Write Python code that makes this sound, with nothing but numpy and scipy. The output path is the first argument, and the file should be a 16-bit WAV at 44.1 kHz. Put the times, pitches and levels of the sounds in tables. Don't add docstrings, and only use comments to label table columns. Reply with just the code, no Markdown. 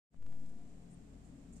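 import sys
import numpy as np
from scipy import signal
from scipy.fft import rfft, irfft
from scipy.io import wavfile

SR = 44100
rng = np.random.default_rng(int(sys.argv[2]) if len(sys.argv) > 2 else 0)


def persist_wave(psi):
    counts = np.round(np.clip(psi, -1, 1) * 32767).astype(np.int16)
    wavfile.write(sys.argv[1], SR, np.atleast_2d(counts).T)


N = 70560

# time_s, size_db, edge_s
OFFSET_STEPS = [(0.2258, -50.5, 0.000011), (0.2651, -46.5, 0.0000061), (0.3262, -49, 0.000026)]
# time_s, gain_db
INPUT_FADE = [(0.102, -43.5), (0.11, -24.5), (0.138, -9), (.2, -8), (0.262, -3), (.31, 0), (.45, -0.5),
              (1.6, 0)]
# centre_hz, width_hz, level_db
ROOM_MODES = [(235.8, 11, -71.5), (275.5, 18, -68.5), (429.7, 14, -80.5)]
# time_s, gain_db
MODE_SWELL = [(.2, 1), (.31, 2.5), (.72, 1), (.92, -0.5), (1.01, 3.5), (1.28, 3), (1.402, 8), (1.47, 1),
              (1.54, 11), (1.6, -7)]
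# pitch_hz, level_db
DRONE_TONES = [(44, -60.5), (76, -66)]
# time_s, gain_db
DRONE_SWELL = [(.14, -7.5), (.25, 6), (.32, -4), (.52, -0.5), (.66, -9.5), (.76, -1), (.9, -7), (1.164, 4),
               (1.282, -1.5), (1.42, -4), (1.53, 3), (1.6, -0.5)]
# time_s, level_db
TONE_SWELL = [(.2, -73), (.33, -66), (.53, -68.5), (.73, -61), (.83, -66), (0.928, -55.5), (1.11, -77),
              (1.258, -62), (1.39, -69.5), (1.55, -59)]
# time_s, level_db
WHINE_SWELL = [(.24, -87), (.34, -70.5), (.45, -84.5), (.62, -75), (.72, -83.5), (.82, -82.5), (1.1, -86),
               (1.31, -78.5), (1.5, -89)]
# pitch_hz, decay_s, gain_db
PHONE_MODES = [(76, 0.03, -9), (170, 0.021, -6.5), (500, 0.0012, -3.5), (980, 0.0006, -7.5)]
# start_s, length_s, level_db, left_minus_right_db, centre_hz, width_hz
SLIDES = [(0.159, 0.014, -75.5, 0, 2200, 2500), (0.297, 0.42, -90.5, 8, 4480, 8900),
          (0.46, 0.0058, -74, 3, 4420, 7060), (0.49, .016, -79.5, 0, 7000, 4500),
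          (0.896, 0.055, -82.5, 5, 7800, 3500), (.918, .036, -83.5, 8.5, 8720, 600),
          (1.24, 0.068, -83, 0, 7750, 4000), (1.524, 0.03, -75.5, -1.5, 7700, 3940),
          (1.554, 0.038, -73.5, 0.5, 6600, 4700), (1.566, 0.063, -85, 0, 7460, 3580)]
# centre_hz, width_hz, lift_db, sensitivity_db
MIC_PORTS = [(8500, 840, 13.5, 0), (7360, 790, 11.5, 4.5)]
# frequency_hz, relative_density_db
AIR_SPECTRUM = [(20, 5.5), (55, -7), (100, -3), (150, -0.5), (200, 3.5), (285, -3.5), (335, -7.5),
                (480, -12), (760, -16.5), (900, -22), (1400, -28), (2500, -31), (4000, -37.5), (9000, -49)]
# frequency_hz, relative_density_db
HISS_SPECTRUM = [(300, 8.5), (2200, 4), (3500, -0.5), (6000, -0.5), (8900, -4.5), (9700, -9), (12500, -7.5)]


def input_offset(t):
    start_s, rise_s, step_decay_s = 0.16, 0.15, 0.039
    age = np.maximum(t - start_s, 0) / rise_s
    hump = (age * np.exp(1 - age)) ** 1.44 * undb(-33.5)
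    drops = 0
    for time_s, size_db, edge_s in OFFSET_STEPS:
        step = (1 + np.tanh((t - time_s) / edge_s)) / 2
        drops += undb(size_db) * step * np.exp(-np.abs(t - time_s) / step_decay_s)
    return hump * pan(left_db=5.5) - drops * pan(left_db=4.5)


def hum(t):
    modes, stereo_spread = 0, 0.076
    for centre_hz, width_hz, level_db in ROOM_MODES:
        mid, side = (noise_band(centre_hz, 1.41 * width_hz) for _ in range(2))
        modes += undb(level_db) * (mid + stereo_spread * np.array([side, -side]))
    drone = sum(undb(db) * tone(hz) for hz, db in DRONE_TONES) * swell(t, DRONE_SWELL)
    strongest = tone(pitch_hz=172.3) * swell(t, TONE_SWELL)
    whine = noise_band(centre_hz=697.7, width_hz=20.7) * swell(t, WHINE_SWELL)
    sustained = tone(pitch_hz=132.3) * undb(-65.5 + 2.5 * wander(rate_hz=3.2))
    return (modes * swell(t, MODE_SWELL) + drone + strongest + whine + sustained) * pan(left_db=3.5)


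def hand_bump(t, start_s=0.1445):
    age = np.maximum(t - start_s, 0)
    ring = 0
    for pitch_hz, decay_s, gain_db in PHONE_MODES:
        ring += undb(gain_db) * np.exp(-age / decay_s) * np.sin(2 * np.pi * pitch_hz * age)
    return -ring * undb(-57) * pan(left_db=17)


def rustles(t):
    attack_fraction, grain_db = 0.28, 1.5
    slides = 0
    for start_s, length_s, level_db, left_db, centre_hz, width_hz in SLIDES:
        power = np.interp((t - start_s) / length_s, [0, attack_fraction, 1], [0, 1, 0])
        friction = np.array([noise_band(centre_hz, width_hz) for _ in range(2)])
        slides += friction * np.sqrt(power) * undb(level_db) * pan(left_db)
    grain = unit(undb(grain_db * wander(rate_hz=480)))
    return slides * grain


def ports(sound):
    gains = [undb(sensitivity_db) * (1 + (undb(lift_db) - 1) * resonance(centre_hz, width_hz))
             for centre_hz, width_hz, lift_db, sensitivity_db in MIC_PORTS]
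    return irfft(rfft(sound) * np.array(gains), N)


def room_air(corner_hz=478):
    coherence = 0.8 / (1 + (freqs() / corner_hz) ** 3)
    mid, side = (rfft(rng.standard_normal(N)) * colour(AIR_SPECTRUM) * np.sqrt(1 + sign * coherence)
                 for sign in (1, -1))
    rumble = irfft(np.array([mid + side, mid - side]), N)
    return unit(rumble) * undb(-58.5) * pan(left_db=4.5)


def hiss():
    return undb(-77.5) * np.array([noise(colour(HISS_SPECTRUM)) for _ in range(2)])


def tone(pitch_hz, drift_hz=1.5):
    cycles = rng.random() + np.cumsum(pitch_hz + drift_hz * wander(rate_hz=6.2)) / SR
    return np.sqrt(2) * np.sin(2 * np.pi * cycles)


def resonance(centre_hz, width_hz):
    f = freqs()
    return 1 / (1 + 1j * (f / centre_hz - centre_hz / f) * centre_hz / width_hz)


def noise_band(centre_hz, width_hz):
    return noise(resonance(centre_hz, width_hz) ** 2)


def wander(rate_hz):
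    return noise(1 / (1 + (freqs() / rate_hz) ** 4))


def noise(gain):
    return unit(irfft(rfft(rng.standard_normal(N)) * gain, N))


def colour(points):
    hz, db = np.array(points).T
    return undb(np.interp(np.log(freqs()), np.log(hz), db))


def swell(t, points):
    time_s, db = np.array(points).T
    return undb(np.interp(t, time_s, db))


def freqs():
    return np.maximum(np.fft.rfftfreq(N, 1 / SR), 1)


def pan(left_db):
    return undb(np.array([[left_db], [-left_db]]) / 2)


def unit(x):
    return x / np.sqrt(np.mean(x ** 2))


def undb(db):
    return 10 ** (np.asarray(db) / 20)


def scene():
    t = np.arange(N) / SR
    fade = swell(t, INPUT_FADE) * (t > INPUT_FADE[0][0])
    return fade * (hum(t) + room_air() + ports(hiss() + rustles(t))) + hand_bump(t) + input_offset(t)


def record(dry):
    shelf_from_hz, shelf_to_hz, shelf_db, cutoff_hz = 8900, 9700, -3, 12700
    gains = undb([0, 0, shelf_db, shelf_db])
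    shelf = signal.firwin2(63, [0, shelf_from_hz, shelf_to_hz, SR / 2], gains, fs=SR)
    dulled = np.array([np.convolve(np.pad(channel, 31, "edge"), shelf, "valid") for channel in dry])
    low_pass = signal.ellip(8, 0.2, 70, cutoff_hz, fs=SR, output="sos")
    return signal.sosfilt(low_pass, dulled)


dry = scene()
out = record(dry)
persist_wave(out)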